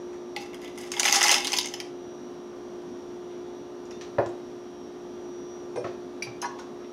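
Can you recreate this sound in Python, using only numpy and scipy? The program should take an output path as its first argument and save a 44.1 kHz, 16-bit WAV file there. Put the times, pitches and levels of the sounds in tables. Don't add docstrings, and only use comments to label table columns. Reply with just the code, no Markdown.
import sys
import numpy as np
from scipy import signal
from scipy.fft import rfft, irfft, next_fast_len
from scipy.io import wavfile
from scipy.ndimage import uniform_filter1d

SR = 44100
rng = np.random.default_rng(int(sys.argv[2]) if len(sys.argv) > 2 else 0)


def generate_wav(signal):
    frames = np.transpose(np.atleast_2d(signal))
    scaled = np.clip(frames, -1, 1) * 32767
    pcm = np.round(scaled).astype(np.int16)
    wavfile.write(sys.argv[1], SR, pcm)


def nominal_scale(level):
    x = np.asarray(level, float) / 20
    return 10 ** x


N = 305172

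# t/s, grind level/dB
FEELING_ABOUT = [
    (.36, -63),
    (.42, -52),
    (.53, -75),
    (.64, -60),
    (.74, -69),
    (.82, -50.5),
    (.9, -60),
    (.99, -42),
]
DEEP_SCOOP = [
    (1.048, -36),
    (1.058, -27.5),
    (1.115, -36.5),
    (1.15, -23),
    (1.2, -37.5),
    (1.245, -25.5),
    (1.275, -31.5),
    (1.35, -31.5),
    (1.435, -46),
]
DRAG_UP = [
    (1.49, -45.5),
    (1.545, -37),
    (1.62, -70),
    (1.72, -56),
    (1.9, -70),
]

# t/s, peak level/dB, drive of the lower wall/dB, favoured f/Hz
SPOON_TAPS = [(0.3639, -30.5, 7.5, 3600), (0.4075, -40, -5, 5800), (0.4634, -49, 9, 3850),
              (0.532, -42, 8, 6660), (0.5437, -35.5, 2.5, 4460), (0.616, -40, 1, 4460),
              (0.635, -42, 5, 6620), (0.6448, -36, 4, 5360), (0.656, -44.5, 10, 4630),
              (0.6764, -39, 5.5, 5450), (0.695, -45, 6, 5800), (0.7761, -37, 6, 4400),
              (0.784, -30, -3.5, 5500), (0.8124, -33, -3, 6300), (0.873, -40, 2, 5800)]
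CRYSTAL_CRACKS = [(0.9961, -4, -9.5, 6700), (1.0024, -7.5, -5.5, 6240), (1.0306, -9.5, -5, 6450),
                  (1.0424, -9, -7, 6590), (1.0525, -9.5, 1, 6540), (1.0574, -21, -4, 5440),
                  (1.0684, -14, -1, 4950), (1.0774, -9, -2, 5500), (1.0854, -9, -3.5, 5060),
                  (1.0964, -15, -8, 4960), (1.1094, -10, -15, 6410), (1.1248, -25, -5, 6900),
                  (1.1248, -1, -9, 5100), (1.1304, -18, -15, 5080), (1.1364, -14, -2, 5760),
                  (1.1404, -14, -9, 6430), (1.1444, -16, 3, 4880), (1.1574, -7.5, -8, 4970),
                  (1.1618, -4, -9, 5070), (1.1664, -13, -7, 6390), (1.1744, -23, -7, 6440),
                  (1.1854, -23, -7, 4900), (1.2092, -9, -6, 5260), (1.2144, -9.5, 2, 6190),
                  (1.2184, -11, 1, 4990), (1.2284, -4, -10, 4920), (1.2374, -9.5, -13, 4900),
                  (1.2444, -13, -10, 6610), (1.2574, -21, -14, 4830), (1.2624, -9, -6, 4910),
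                  (1.2684, -14, -5, 5140), (1.281, -3.5, -5.5, 4940), (1.2925, -7, -0.5, 5300),
                  (1.3044, -8, -1, 6260), (1.3129, -1.5, -15, 5310), (1.3164, -2.5, -11, 6710),
                  (1.3204, -4, -3, 6270), (1.3264, -8, -1, 6460), (1.3384, -12.5, -3, 5200),
                  (1.3424, -5, -0.5, 5050), (1.3484, -22, -7, 5560), (1.3554, -15, -1, 5270),
                  (1.3654, -17, 2, 6310), (1.3813, -7.5, -18, 4900)]
SPOON_KNOCKS = [(0.9174, -13.5, -11, 5600), (0.9371, -25, 1.5, 6230), (0.966, -28.5, 10, 6620),
                (1.4456, -12, -4.5, 5200), (1.4505, -19, 0, 5600), (1.4706, -14.5, -13, 4840),
                (1.476, -18, -5, 5000), (1.483, -23, -1, 4900), (1.5015, -26, -8, 4960),
                (1.5194, -15, -11, 6120), (1.5309, -11.5, -7, 5200), (1.537, -13, -4, 5300),
                (1.543, -19, -6, 6200), (1.5564, -21, -22, 6500), (1.565, -15, -6, 6300),
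                (1.5713, -12, -19, 6350), (1.5853, -5.5, -8.5, 4930), (1.595, -28, -10, 5100),
                (1.6104, -17, -8, 5960), (1.63, -23, -8, 6300), (1.644, -24, -2.5, 6000),
                (1.6576, -19.5, -5, 5800), (1.672, -21.5, -8, 5460), (1.686, -28, -5, 6200),
                (1.7384, -16.5, -4.5, 4900), (1.8008, -17, -5, 4970)]
# t60/s, level/dB, favoured lower-wall f/Hz, extra brightness/dB
CRYSTAL_SPILLS = [
    (0.062, -29, 2500, 15.5),
    (0.036, -28.5, 3400, -5.5),
    (0.059, -28.5, 7400, -1),
]
# t/s, level/dB, favoured f/Hz
AIR_SHOVES = [(.362, -30, 740), (.385, -53, 740), (0.969, -32, 810), (1.031, -34, 818), (1.058, -28, 820),
              (1.076, -40, 820), (1.139, -53, 990), (1.166, -26, 830), (1.186, -41, 820), (1.214, -31, 810),
              (1.249, -25, 829), (1.262, -52, 986), (1.303, -27, 1010), (1.339, -48, 821),
              (1.361, -32, 826), (1.456, -45, 840), (1.532, -30, 820)]

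# f/Hz, width/Hz, level/dB
UPPER_WALL = [(3950, 570, -2), (4160, 490, -2), (4630, 270, -7.5), (5060, 350, 5.5), (5300, 240, -0.5),
              (5970, 390, -5), (6070, 560, -2.5), (6290, 240, 4.5), (6680, 420, 2)]
LOWER_WALL = [(1120, 25, -10.5), (1332, 80, -6), (1700, 150, -9), (1770, 78, -10), (1998, 43, -2),
              (2035, 60, -8.5), (2194, 67, -2), (2350, 280, -12), (2830, 390, 1.5), (3000, 190, -13),
              (3120, 180, -6), (3500, 300, -3)]
JAR_AIR = [(600, 34, -19.5), (700, 54, -11), (802, 22, -2.5), (829, 30, 0.5), (986, 34, -3)]
# f/Hz, level/dB
GRIT_COLOUR = [(500, -52), (2500, -11), (4200, -7), (5000, 12), (6600, -6), (7400, -28), (10000, -45)]
FIZZ_COLOUR = [(5000, -39), (7000, -6.5), (8200, -6), (9700, -3.5), (11500, -8.5), (13000, -11.5),
               (15500, -26), (17000, -11)]

# t/s, level/dB, lowest f/Hz, highest f/Hz, t60/s
CONTACT_TICKS = [(0.128, -55.5, 1800, 2600, 0.16), (.13, -64, 6000, 7200, .2), (2.82, -68, 4500, 7000, 0.092),
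                 (3.854, -59, 5000, 7100, .1), (3.909, -54, 4500, 6800, 0.1), (3.912, -72, 8000, 12000, .1),
                 (3.926, -64, 2500, 6500, 0.11), (4.011, -44, 1080, 6300, 0.19),
                 (4.013, -74, 7000, 13000, .15), (4.185, -37, 910, 2570, 0.069),
                 (4.186, -48.5, 2500, 5500, .08), (4.2, -40, 800, 1500, .15), (3.912, -53, 1200, 2800, .1),
                 (4.186, -65, 5500, 11500, 0.1), (4.261, -50, 2500, 7500, 0.087),
                 (4.288, -61, 6500, 8800, .08), (.363, -29.5, 2180, 4700, 0.041), (3.3, -61, 1500, 4000, 1),
                 (5.759, -51, 1200, 6500, 0.15), (5.842, -43.5, 990, 2650, 0.21),
                      (5.845, -53.5, 3000, 6170, 0.39), (6.222, -45.5, 2000, 6350, 0.24),
                      (6.225, -56, 6500, 12800, .08), (6.419, -48, 2530, 6900, 0.13),
                      (6.418, -53, 7000, 15000, .08), (6.423, -42, 1000, 3200, 0.16),
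                      (6.454, -54, 2520, 7000, 0.088), (6.588, -50.5, 1500, 6660, 0.25),
                      (6.591, -43.5, 885, 1480, 0.17), (6.693, -53, 910, 1160, 0.33),
                      (6.801, -52, 1310, 1700, 0.14), (6.845, -58, 1980, 3500, 0.11)]
# t/s, peak level/dB, t60 factor, boom level/dB, favoured f/Hz
COUNTER_BLOWS = [(4.183, -13, 0.72, 0.5, 700), (4.187, -15, 0.8, -12, 640), (4.192, -15, 0.57, -20, 920),
                 (4.196, -13.5, 0.3, -20, 645), (4.203, -16.5, .6, -19, 840), (4.217, -28, 0.65, -6, 650),
                 (4.236, -33, 0.76, -5, 600), (4.259, -25, 0.57, 2, 500), (5.759, -28.5, 0.79, -3, 420),
                 (5.772, -28, 2, -2, 420), (5.843, -24.5, 1, 1.5, 1290), (5.848, -28, 0.9, -13, 372),
                 (5.861, -26.5, 0.7, -11, 880), (6.269, -35, 0.99, 7, 1150)]
# t/s, peak level/dB
CERAMIC_CLINKS = [(3.908, -45.5), (3.925, -49), (4.011, -41), (4.186, -74), (5.76, -41), (5.777, -43),
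                  (6.223, -24), (6.416, -26.5), (6.426, -28), (6.442, -24), (6.456, -36.5), (6.593, -45),
                  (0.363, -40), (5.758, -27.5), (5.771, -25), (6.453, -27.5)]

# f/Hz, level/dB, t60/s
CABINET_BOOM = [(113, -17, 0.26), (134.3, -7, 0.067)]
COUNTER_TOP = [(270, -13, 0.18), (355.8, 7, 0.38), (394, -3, 0.082), (454, -3, 0.13), (502, -2.5, 0.11),
               (576, 5.5, 0.077), (663, 7, 0.11), (800, -1, 0.1), (970, -0.5, 0.05), (1098, 3, 0.07),
               (1340, -1, 0.081), (1580, -1, 0.055), (1770, -2, 0.068), (2130, -2, 0.026)]
SPOON_TOUCH = [(2160, -4, 0.056), (2670, 2, 0.35), (3400, -33, 0.11), (4440, -17, 0.18), (5770, 2, .2)]
HAND_BRUSH = [(5100, -6, .08), (5600, 3, 0.088), (6600, -3, .07), (11100, -14, .08)]
FINGER_GRIP = [(2690, -1, 0.13), (3600, 0, 0.18), (4200, -7, .12), (5950, -1, .06)]
SLIDING_JAR = [(1200, -2, .08), (1800, 4, .08), (2510, -9, .1), (3880, -3, .09), (4630, -9, .12),
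               (5840, -2, .1), (6500, -1, .06), (10500, -19, .06)]
FOOT_OF_JAR = [(10600, -1, .12), (11400, -9, .05)]
LIFTED_LID = [(2440, -2, 0.08), (2150, -2, .06), (5800, -4, 0.13), (8860, -11, 0.18), (10000, -20, .15)]
ROCKING_LID = [(2420, -3, 0.11), (5450, 4, 0.1), (6000, -6, .1)]
KNOCKED_LID = [(440, -6, 0.12), (492, 2.5, 0.094), (800, -10.5, .1), (986, -14.5, .1), (1580, -14, 0.035),
               (2080, -22, 0.052)]
TOUCHING_LID = [(1570, -16, 0.13), (2350, 15, 0.028), (2470, -6.5, 0.063), (2460, -12, 0.29),
                (2800, -10, 0.16), (3920, -8, 0.18), (4700, -4, 0.16), (4910, -10, 0.11), (5200, -5, 0.12),
                (5800, -10, 0.15), (5755, 3, 0.092), (7860, -25, .15), (10100, -10, 0.098),
                (11920, -22, .15)]
SEATED_LID = [(2910, -13, 0.29), (4100, -12, 0.18), (4900, -8, 0.15), (5230, 1, 0.064), (5600, 1, 0.057),
              (6170, 6, 0.052), (6546, -5, 0.092), (7154, -22, 0.11), (8280, -12, .05), (10080, -9, 0.07),
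              (10400, -13, 0.1), (11040, -7, 0.091), (12960, -24, .06)]
RINGING_JAR = [(680, -5, .08), (713, -3, 0.1), (826, -2, 0.22), (966, 8, 0.13), (1093, -8, 1),
               (1226, -2, 0.066), (1470, -8, 0.15), (1483, -6.5, 0.11), (1690, 3, 0.05), (1771, -8, 0.1),
               (2060, -6.5, .06), (2480, -21, .08)]
BOUNCING_LID = [(2610, -14, .18), (2790, -8, 0.21), (2800, -13, 0.092), (3553, -17, .15), (4250, -2, 0.11),
                (5249, -6, .11), (5730, 7, 0.054), (6300, -12, .1), (7350, -14, .07)]
SETTLING_LID = [(5600, 8, 0.073), (6500, 7, 0.05), (7300, -6, .05), (8800, -4, .05), (9800, -8, .05),
                (11900, -12, .05)]

# f/Hz, t60/s
ROOM_DECAY = [(200, 0.19), (800, 0.41), (3000, 0.36), (8000, 0.28), (15000, 0.044)]
# f/Hz, level/dB
COMPRESSOR = [(296.1, -55), (355.3, -41), (414.5, -51), (624.5, -65), (651.4, -64), (710.6, -60),
              (882.9, -66), (1007, -69), (1184, -65), (1362, -72), (1836, -77), (2842, -78), (2961, -81),
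              (3198, -76), (3435, -74), (3494, -77), (3731, -79), (3849, -77), (3908, -78), (4382, -82),
              (5626, -69), (5744, -82), (5803, -67), (5862, -78), (6158, -85), (6928, -86)]
# f/Hz, level per Hz/dB
HISS_COLOUR = [(15, -60), (30, -18), (97, -18.5), (180, -13), (265, -2), (330, -13), (476, -12),
               (1100, -21), (2160, -32.5), (4870, -37), (6200, -36.5), (7400, -48), (11000, -50.5),
               (16000, -60)]


def evened(x):
    return x / np.sqrt(np.mean(x ** 2) + 1e-20)


def read(points, hz):
    f, value = np.transpose(points)
    return np.interp(np.log(hz + 1), np.log(f + 1), value)


def add(mix, s, sound):
    part = mix[round(s * SR):][:len(sound)]
    part += sound[:len(part)]


def colour(points):
    db = read(points, abs(np.fft.fftfreq(4096, 1 / SR)))
    log_gain = np.log(nominal_scale(np.maximum(db, -70)))
    taps = np.fft.ifft(np.exp(np.conj(signal.hilbert(log_gain)))).real[:1024]
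    return taps / np.linalg.norm(taps)


def modes(table, stretch=1, spread=0.00045, size=SR // 3):
    hz, db, t60 = np.transpose(table)[:, :, None]
    sign, detune = rng.standard_normal((len(table), 2, 1)).transpose(1, 0, 2)
    turn = 2j * np.pi * hz * (1 + spread * detune)
    fade = np.log(1000) / (t60 * stretch)
    step = np.exp((turn - fade) / SR)
    spirals = np.cumprod(np.repeat(step, size, axis=1), axis=1)
    x = (np.sign(sign) * nominal_scale(db) * spirals).sum(0).imag
    return x / abs(x).max()


def body(peaks, uneven_db=0, centre_hz=None, narrow_db=30):
    hz, width, db = np.transpose(peaks)
    db = db + 10 * np.log10(width) + uneven_db * rng.standard_normal(len(hz))
    if centre_hz is not None:
        db = db - narrow_db * np.log2(hz / centre_hz) ** 2
    x = modes(np.transpose([hz, db, 1.92 / width]), spread=0.0057, size=4000)
    return x / np.linalg.norm(x)


def grit_ring():
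    return np.pad(colour(GRIT_COLOUR), (0, 4000 - 1024))


def grinding():
    s, pressure_db = np.transpose(FEELING_ABOUT + DEEP_SCOOP + DRAG_UP)
    t = np.arange(N) / SR
    clumps = evened(uniform_filter1d(rng.standard_normal(N), size=120))
    size_db = 4.1 * np.minimum(rng.exponential(1, N), 4) + 2.4 * np.clip(clumps, -2, 2)
    happens = rng.random(N) < 7000 / SR
    slips = evened(nominal_scale(size_db) * rng.choice([-1, 1], N) * happens)
    slips = slips * (t > s[0]) * (t < s[-1])
    grind_db = np.interp(t, s, pressure_db)
    over_db = grind_db + 30
    upper = slips * nominal_scale(grind_db)
    high = slips * nominal_scale(-37 + 1.0 * over_db)
    air = slips * nominal_scale(-34 + 0.93 * over_db)
    deep = slips * nominal_scale(-29 + 0.92 * over_db)
    out, grit = np.zeros(N), grit_ring()
    place = np.floor(np.cumsum(rng.random(N) < 60 / SR)) % 4
    for k in range(4):
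        here = place == k
        wall = 0.84 * body(UPPER_WALL, uneven_db=2.5) + 0.5 * grit
        out += signal.oaconvolve(upper * here, wall)[:N]
        out += signal.oaconvolve(deep * here, body(LOWER_WALL, uneven_db=1.0))[:N]
        out += signal.oaconvolve(air * here, body(JAR_AIR, uneven_db=3.5))[:N]
    return out + signal.oaconvolve(high, colour(FIZZ_COLOUR))[:N]


def snaps():
    out, high, grit = np.zeros(N), np.zeros(N), grit_ring()
    t = np.arange(3000) / SR
    snap_shape = nominal_scale(-60 * t / 0.0083) * np.minimum(t / 0.00081, 1)
    for table, spill in zip((SPOON_TAPS, CRYSTAL_CRACKS, SPOON_KNOCKS), CRYSTAL_SPILLS):
        spill_s, spill_db, deep_hz, bright_db = spill
        for at, db, deep_db, hz in table:
            t60 = spill_s * np.exp(0.12 * rng.standard_normal())
            burst = rng.standard_normal(3000) ** 3 * nominal_scale(spill_db - 60 * t / t60)
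            burst += 0.4 * np.sign(rng.standard_normal(3000)) * snap_shape
            burst[20] = 0.31
            burst = burst * nominal_scale(db - 1.5)
            ring = 1.57 * body(UPPER_WALL, 3.2, hz) + 0.059 * grit
            ring += nominal_scale(deep_db + 6.0) * body(LOWER_WALL, 1.5, deep_hz, narrow_db=3.0)
            add(out, at, signal.fftconvolve(burst, ring))
            add(high, at, burst * nominal_scale(-11 + 0.35 * db + bright_db + 9.0))
            air = body(JAR_AIR, uneven_db=-0.5)
            add(out, at, signal.fftconvolve(burst * nominal_scale(deep_db - 2), air))
    return out + signal.oaconvolve(high, colour(FIZZ_COLOUR))[:N]


def shoves():
    out, t = np.zeros(N), np.arange(1500) / SR
    for s, db, centre_hz in AIR_SHOVES:
        push = rng.standard_normal(len(t)) * nominal_scale(db - 60 * t / 0.045)
        air = body(JAR_AIR, 1.5, centre_hz, narrow_db=120)
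        add(out, s, signal.fftconvolve(push, air))
    return out


def thuds():
    out, t = np.zeros(N), np.arange(SR // 3) / SR
    for s, db, stretch, boom_db, centre_hz in COUNTER_BLOWS:
        woken = [(hz, level_db - 7 * np.log2(hz / centre_hz) ** 2, t60)
                 for hz, level_db, t60 in COUNTER_TOP]
        knock = modes(5 * woken, stretch, spread=0.032, size=9000)
        knock = knock * np.minimum(t[:9000] / 0.0013, 1)
        boom = modes(CABINET_BOOM, size=len(t)) * np.minimum(t / 0.0063, 1)
        add(out, s, nominal_scale(db) * knock)
        add(out, s, nominal_scale(db + boom_db - 10.5) * boom)
    return out


def clinks():
    out, t = np.zeros(N), np.arange(SR // 3) / SR
    struck = (HAND_BRUSH, FINGER_GRIP, SLIDING_JAR, FOOT_OF_JAR, LIFTED_LID, ROCKING_LID,
              TOUCHING_LID, SEATED_LID, RINGING_JAR, RINGING_JAR, BOUNCING_LID, SETTLING_LID,
              SPOON_TOUCH, KNOCKED_LID, KNOCKED_LID, RINGING_JAR)
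    rise = np.minimum(t / 0.0014, 1)
    for (s, db), table in zip(CERAMIC_CLINKS, struck):
        neighbours = [(hz, level_db, t60 * 0.35) for hz, level_db, t60 in table]
        ring = 1.44 * modes(table) + 1.06 * modes(3 * neighbours, spread=0.022)
        add(out, s, nominal_scale(db) * rise * ring)
    return out


def ticks():
    out, t = np.zeros(N), np.arange(SR // 4) / SR
    for s, db, low_hz, high_hz, t60 in CONTACT_TICKS:
        shade = colour([(low_hz / 4, -50), (low_hz / 1.3, -10), (low_hz, 0),
                        (high_hz, -3), (high_hz * 1.1, -13), (high_hz * 3, -50)])
        snap, rustle = nominal_scale(-60 * t / 0.0053), nominal_scale(0.5 - 60 * t / t60)
        puff = rng.standard_normal(len(t)) * (snap + rustle)
        add(out, s, nominal_scale(db) * np.convolve(puff, shade))
    return out


def kitchen(x):
    taps = np.zeros(SR // 2)
    at = np.arange(200, len(taps) - 20, 20)
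    taps[at + rng.integers(0, 20, len(at))] = rng.choice([-1., 1.], len(at))
    hz, t, z = signal.stft(taps, SR, nperseg=256)
    fade = nominal_scale(-60 * t / read(ROOM_DECAY, hz)[:, None])
    tail = signal.istft(z * fade, SR, nperseg=256)[1]
    return signal.fftconvolve(x, tail / np.linalg.norm(tail))[:N]


def drift(rate_hz):
    t = np.arange(N // 64 + 1) * 64 / SR
    x = sum(np.sin(2 * np.pi * (f * t + rng.random())) / np.sqrt(f)
            for f in np.geomspace(rate_hz / 20, rate_hz, 12))
    return np.interp(np.arange(N) / SR, t, evened(x))


def fridge():
    turns = np.cumsum(1 + 0.00026 * drift(2.93)) / SR
    starts = np.append([.45, 0, 0], rng.random(len(COMPRESSOR) - 3))
    tone = np.zeros(N)
    for (hz, db), start in zip(COMPRESSOR, starts):
        waver_db = (1.08 + 2.5 * hz / 6000) * drift(8) + 1.5 * hz / 6000 * drift(30)
        tone += np.sqrt(2) * nominal_scale(db + waver_db) * np.sin(2 * np.pi * (hz * turns + start))
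    size = next_fast_len(N)
    shade = nominal_scale(read(HISS_COLOUR, np.fft.rfftfreq(size, 1 / SR)))
    hiss = irfft(rfft(rng.standard_normal(size)) * shade, size)[:N]
    return nominal_scale(-0.37) * tone + nominal_scale(-45 + 0.35 * drift(12.0)) * evened(hiss)


def scene():
    no_bass = signal.butter(2, 450, "high", fs=SR, output="sos")
    near = signal.sosfilt(no_bass, grinding() + snaps() + shoves())
    far = ticks() + thuds() + clinks()
    echo = kitchen(nominal_scale(-10.5) * near + nominal_scale(-8.5) * far)
    return (near + far + echo + fridge())[None]


def top_cut(x):
    return signal.sosfilt(signal.butter(12, 16430, fs=SR, output="sos"), x)


def record(dry):
    thin = signal.sosfilt(signal.butter(2, 60, "high", fs=SR, output="sos"), dry)
    soft = 0.7 * np.tanh(thin / 0.7)
    edge = signal.firwin(255, 15900, window=("kaiser", 8), fs=SR)
    mix = signal.oaconvolve(soft, edge[None], "same")
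    return top_cut(mix)


dry = scene()
out = record(dry)
generate_wav(out)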